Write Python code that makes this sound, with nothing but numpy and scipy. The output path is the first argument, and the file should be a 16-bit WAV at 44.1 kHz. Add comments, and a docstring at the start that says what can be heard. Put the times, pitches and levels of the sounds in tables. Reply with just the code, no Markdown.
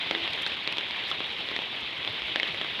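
"""Steady rain in a leafy garden

Far rain is a wash of shaped noise; random pulses make a dense patter on leaves and a faint mist of droplets.
Close by, fat drops tap sharply, each a short pulse with a tiny splash, and spray ticks as brief noise bursts.
Fading sine tones make a hollow hum and bubble plinks; short low waves make soft thumps at the microphone.
The fence and walls answer the near sounds with a short echo, made from fading noise."""
import sys
import numpy as np
from scipy import signal
from scipy.fft import rfft, irfft
from scipy.io import wavfile
from scipy.ndimage import uniform_filter1d

SR = 44100
rng = np.random.default_rng(int(sys.argv[2]) if len(sys.argv) > 2 else 0)


def file_out(sig):
    """Save sig as 16-bit WAV at sys.argv[1]."""
    # one column per channel
    cols = np.atleast_2d(sig).T
    # limit, then scale
    lim = np.clip(cols, -1, 1)
    pcm = np.round(lim * 32767).astype(np.int16)
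    wavfile.write(sys.argv[1], SR, pcm)


N = 123479  # length in samples


def amp(db):
    """Turns decibels into gain."""
    return 10 ** (np.asarray(db) / 20)


def unit(x):
    """Scales a signal to an rms of 1."""
    return x / np.sqrt(np.mean(x ** 2) + 1e-20)


def read(points, hz):
    """Reads a table at any frequency, on a log-frequency axis."""
    f, value = np.transpose(points)
    return np.interp(np.log(hz + 1), np.log(f + 1), value)


def add(mix, start_s, sound):
    """Mixes a sound in at its start time."""
    part = mix[max(round(start_s * SR), 0):][:len(sound)]
    part += sound[:len(part)]


def bins(size):
    """Lists the frequencies of a spectrum of this many samples."""
    return np.fft.rfftfreq(size, 1 / SR)


def hump(hz, centre_hz, octaves):
    """A bell-shaped resonance on the log-frequency axis."""
    return np.exp(-.5 * (np.log2((hz + 1) / centre_hz) / octaves) ** 2)


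def click(db):
    """The sharpest pulse with this spectrum that has no sound before its start; its energy is 1."""
    log_gain = np.log(amp(np.r_[db, db[-2:0:-1]]))
    spectrum = np.exp(np.conj(signal.hilbert(log_gain)))
    pulse = np.fft.ifft(spectrum).real
    return pulse / np.linalg.norm(pulse)


def random_drops(per_s, spread_db, top_db):
    """Drops at random moments, most of them small and a few large, as single-sample spikes."""
    size = amp(np.minimum(spread_db * rng.exponential(1, N), top_db))
    return size * (rng.random(N) < per_s / SR)


# How hard it rains: time_s, gain_db
RAIN_STRENGTH = [(0, 1), (.35, 1.84), (.6, 0.5), (1.1, 0.5), (1.5, 0.24), (1.9, -0.56), (2.25, 1), (2.5, 1),
                 (2.8, 0)]


def strength():
    """The gain of the steady rain, gliding from point to point."""
    return amp(np.interp(np.arange(N) / SR, *np.transpose(RAIN_STRENGTH)))


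# Colour of the far rain: pitch_hz, relative_level_db
WASH_COLOUR = [(25, -49), (44, -45), (62, -11.5), (125, -8.5), (195, -10), (330, -7.5), (600, -8.5),
               (1000, -7), (1450, -12.5), (2050, -1), (2650, -0.5), (3250, 1), (3800, -1.5), (4400, -13),
               (5200, -21.5), (6500, -40), (8000, -42.5), (10500, -45.5), (11400, -40), (12500, -49),
               (15500, -55)]
WASH_DB = -35  # level before the rain strength
PATCH_DB, SWELL_DB = 1.68, 0.96  # typical (rms) wander of the gain


def wash():
    """Far rain: so many drops merge into a hiss, with drifting patches and a slight swell."""
    frames = N // 128 + 6
    real, imaginary, patches = rng.standard_normal((3, frames, 257))
    # smooth the patches over time, then over pitch
    patches = uniform_filter1d(patches, size=8, axis=0)
    patches = unit(uniform_filter1d(patches, size=7, axis=1))
    swell = unit(uniform_filter1d(rng.standard_normal(frames), size=20))[:, None]
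    gain = amp(PATCH_DB * patches + SWELL_DB * swell)
    noise_frames = (real + 1j * imaginary) * gain
    noise = signal.istft(noise_frames.T, nperseg=512, noverlap=384)[1][:N]
    coloured = irfft(rfft(noise) * amp(read(WASH_COLOUR, bins(N))), N)
    return amp(WASH_DB) * unit(coloured)


# Colour of tiny droplets, in mist and spray: pitch_hz, relative_level_db
DROPLET_COLOUR = [(1000, -18), (3000, 4), (4300, -2), (5300, 9), (7000, -1), (11500, -2.5), (13000, -17),
                  (16000, -17)]
MIST_PER_S = 80  # average number of droplets
MIST_SPREAD_DB, MIST_TOP_DB = 3.5, 11  # spread and upper limit of their relative size
MIST_DB = -70.5  # level before the rain strength


def mist():
    """The finest droplets: each one ticks faintly, at a random moment."""
    drops = random_drops(MIST_PER_S, MIST_SPREAD_DB, MIST_TOP_DB)
    droplet = click(read(DROPLET_COLOUR, bins(size=512)))
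    return amp(MIST_DB) * unit(signal.oaconvolve(drops, droplet)[:N])


# Shared colour of the small drops on leaves: pitch_hz, relative_level_db
PATTER_COLOUR = [(60, -19), (150, -15.5), (340, -8), (700, -12), (1400, -8.5), (2000, -10.5), (3300, 2.5),
                 (3900, -5), (5000, -30.5), (6500, -28), (8000, -39), (11500, -40), (15500, -49)]
PATTER_PER_S = 1500  # average number of drops
PATTER_SPREAD_DB, PATTER_TOP_DB = 4, 18.5  # spread and upper limit of their relative size
PATTER_DB = -40.5  # level before the rain strength
LEAF_HZ, LEAF_DB = (1450, 4140), 10  # lowest and highest leaf pitch, boost at that pitch


def patter(count=32):
    """Countless small drops of random size fall on leaves that each ring at their own pitch."""
    out, hz = np.zeros(N), bins(size=2048)
    drops = random_drops(PATTER_PER_S, PATTER_SPREAD_DB, PATTER_TOP_DB)
    drops = drops * rng.choice([-1, 1], N)
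    leaf = rng.integers(0, count, N)
    octaves_from_3k = np.log2(np.clip(hz, 400, 8000) / 3000)
    for k, ring_hz in enumerate(np.geomspace(*LEAF_HZ, count)):
        ring_db = LEAF_DB * hump(hz, ring_hz, octaves=0.15)
        tilt_db = rng.normal() * 0.75 * octaves_from_3k  # some leaves duller, some brighter
        tap = click(read(PATTER_COLOUR, hz) + ring_db + tilt_db)
        out += signal.oaconvolve(drops * (leaf == k), tap)[:N]
    return amp(PATTER_DB) * unit(out)


# Soft low thumps at the microphone: centre_s, level_db, pitch_hz
THUMPS = [(1.84, -52, 62), (2.105, -40.5, 113), (2.244, -48, 60.4), (2.505, -41.5, 160),
          (2.545, -46.5, 114)]
THUMP_CYCLES = 1.06  # width of the bell-shaped swell, in cycles


def thumps():
    """Soft low thumps: each is a sine wave that swells and fades within a few cycles."""
    out, t = np.zeros(N), np.arange(N) / SR
    for centre_s, level_db, pitch_hz in THUMPS:
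        cycles = (t - centre_s) * pitch_hz
        swell = np.exp(-.5 * (cycles / THUMP_CYCLES) ** 2)
        out += amp(level_db) * swell * np.sin(2 * np.pi * (cycles + rng.random()))
    return out


# Something hollow, set humming by one drop: pitch_hz, level_db, time_to_fade_60_db_s
HOLLOW_TONES = [(337.5, -41.5, 0.58), (456, -51, 0.66)]
HOLLOW_START_S = 0.12


def hollow_hum():
    """A hollow thing hums after one drop: its tones start together and fade away."""
    out, t = np.zeros(N), np.arange(SR) / SR
    for pitch_hz, level_db, fade_s in HOLLOW_TONES:
        tone = np.sin(2 * np.pi * pitch_hz * t)
        add(out, HOLLOW_START_S, amp(level_db - 60 * t / fade_s) * tone)
    return out


# Small ringing bubbles: start_s, pitch_hz, level_db
BUBBLES = [(0.945, 1770, -29), (1.186, 3300, -36), (2.475, 3250, -25)]
BUBBLE_FADE_S = 0.0043  # time to fall to 37 %


def bubble_plinks():
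    """A bubble rings as one pure tone that dies out within milliseconds."""
    out, t = np.zeros(N), np.arange(SR) / SR
    for start_s, pitch_hz, level_db in BUBBLES:
        tone = np.sin(2 * np.pi * pitch_hz * t)
        add(out, start_s, amp(level_db) * np.exp(-t / BUBBLE_FADE_S) * tone)
    return out


# Bright ticks of spray: start_s, level_db (at the start of the tick)
SPRAY_TICKS = [(.236, -56), (.276, -58), (0.329, -51), (.359, -54), (.420, -43), (.474, -48), (.519, -55),
               (0.722, -47), (1.036, -55), (1.084, -52), (1.1, -45), (1.323, -55), (1.804, -52)]
SPRAY_FADE_S = .0045  # time to fall to 37 %


def spray():
    """A burst of tiny droplets makes a short bright tick: rough noise that fades quickly."""
    out, t = np.zeros(N), np.arange(2048) / SR
    droplet = click(read(DROPLET_COLOUR, bins(size=512)))
    for start_s, level_db in SPRAY_TICKS:
        rough = rng.standard_normal(len(t)) * rng.exponential(1, len(t))
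        burst = unit(rough) * np.exp(-t / SPRAY_FADE_S)
        add(out, start_s, amp(level_db) * np.convolve(burst, droplet))
    return out


# Fat drops close by: start_s, thud_db, knock_hz, knock_db, ring_hz, ring_db, snap_db
FAT_DROPS = [(0.1110, -25.5, 2300, -24, 3400, -26.5, -36.5), (0.15, -30.5, 1930, -23.5, 3550, -27.5, -49),
             (0.229, -48, 2130, -44, 3120, -41, -50), (0.277, -36, 2580, -28.5, 3600, -31.5, -49),
             (0.334, -47, 2480, -39, 3820, -31, -43), (0.4645, -37.5, 1570, -30, 3780, -26, -37),
             (0.6755, -31, 2420, -25, 3800, -24.5, -37), (0.7258, -41, 2670, -28.5, 4300, -36, -50),
             (0.7707, -35.5, 2660, -36, 3430, -33, -45), (0.7833, -32.5, 2360, -30.5, 3390, -22.5, -37.5),
             (0.81, -42, 1810, -35.5, 3340, -32, -49), (0.9092, -43, 2040, -33, 3900, -32, -45),
             (1.1147, -34.5, 1270, -32, 3380, -23.5, -42), (1.2052, -29.5, 2490, -31.5, 3350, -32, -49),
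             (1.4881, -40, 1950, -37.5, 3450, -31.5, -46), (1.5148, -33, 2320, -43, 3140, -38, -50),
             (1.5639, -33.5, 2140, -26.5, 3500, -28.5, -39.5), (1.5900, -31, 2590, -35, 3220, -30, -50),
             (2.0487, -39, 2060, -38, 3200, -25.5, -48), (2.0760, -33.5, 2230, -32, 3450, -24.5, -47),
             (2.2200, -36, 2220, -33, 3200, -29.5, -49), (2.3593, -26.5, 1770, -23.5, 3260, -22, -35.5),
             (2.3990, -36, 2130, -21, 3500, -27, -38.5), (2.4314, -32, 1870, -28, 3200, -21, -40.5),
             (2.5457, -38.5, 2200, -30.5, 3210, -40, -50), (2.6138, -31.5, 1930, -32.5, 3210, -24.5, -44),
             (2.6469, -35, 1720, -33, 3270, -33, -52), (2.7945, -37, 1900, -33, 3280, -33, -56)]
# Colour of the dull thud of a drop: pitch_hz, relative_level_db
THUD_COLOUR = [(40, -42), (150, -7), (400, 2.5), (700, 0), (1300, -0.5), (2500, -18.5), (4500, -36),
               (8000, -60)]
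# Colour of the bright snap of a drop: pitch_hz, relative_level_db
SNAP_COLOUR = [(1000, -26), (3000, -11.5), (4500, 7.5), (5500, -1), (6500, -11.5), (8000, -18),
               (11500, -24), (16000, -44)]
TAP_S = 0.0028  # the levels hold as an average over this time
KNOCK_OCTAVES, RING_OCTAVES = 0.22, 0.16  # widths of the two leaf resonances
SPLASH_S, SPLASH_DB = .0007, -9  # when the splash envelope peaks, its level relative to the tap


def fat_drops():
    """Each drop is one pulse: a dull thud, two short leaf resonances and a snap, then a tiny splash."""
    out, hz, t = np.zeros(N), bins(size=2048), np.arange(512) / SR
    for start_s, thud_db, knock_hz, knock_db, ring_hz, ring_db, snap_db in FAT_DROPS:
        parts = [(thud_db, amp(read(THUD_COLOUR, hz))),
                 (knock_db, hump(hz, knock_hz, KNOCK_OCTAVES)),
                 (ring_db, hump(hz, ring_hz, RING_OCTAVES)),
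                 (snap_db, amp(read(SNAP_COLOUR, hz)))]
        power = sum((amp(db) * unit(shape)) ** 2 for db, shape in parts)
        tap = click(10 * np.log10(power)) * np.sqrt(power.mean() * TAP_S * SR)
        splash = rng.standard_normal(len(t)) * t * np.exp(-t / SPLASH_S)
        splash = amp(SPLASH_DB) * splash / np.linalg.norm(splash)
        hit = (t == 0) + splash  # the tap itself, then its splash
        add(out, start_s, np.convolve(tap, hit))
    return out


# Echo of the fence and walls: pitch_hz, time_to_fade_60_db_s
YARD_FADE = [(200, 0.34), (1000, 0.08), (4000, 0.029), (12000, 0.033)]
YARD_DB = -11.5  # echo energy relative to the direct sound


def yard(x):
    """A short blurred echo, made from noise whose low pitches last longest."""
    hz, t, noise = signal.stft(rng.standard_normal(SR // 2), SR, nperseg=256)
    fade = amp(-60 * t / read(YARD_FADE, hz)[:, None])
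    tail = signal.istft(noise * fade, SR, nperseg=256)[1]
    silence = np.zeros(round(.003 * SR))  # the echo arrives 3 ms late
    tail = np.r_[silence, tail / np.linalg.norm(tail)]
    return amp(YARD_DB) * signal.fftconvolve(x, tail)[:N]


def scene():
    """Near sounds with their echo and dry thumps, over the steady rain."""
    steady_rain = strength() * (wash() + mist() + patter())
    near = hollow_hum() + bubble_plinks() + spray() + fat_drops()
    return (steady_rain + thumps() + near + yard(near))[None]


CUT_HZ = 15700


def record(dry):
    """Removes the highest treble with a steep low-pass filter."""
    low_pass = signal.firwin(511, CUT_HZ, window=("kaiser", 9), fs=SR)
    return signal.oaconvolve(dry, low_pass[None], "same")


dry = scene()
out = record(dry)
file_out(out)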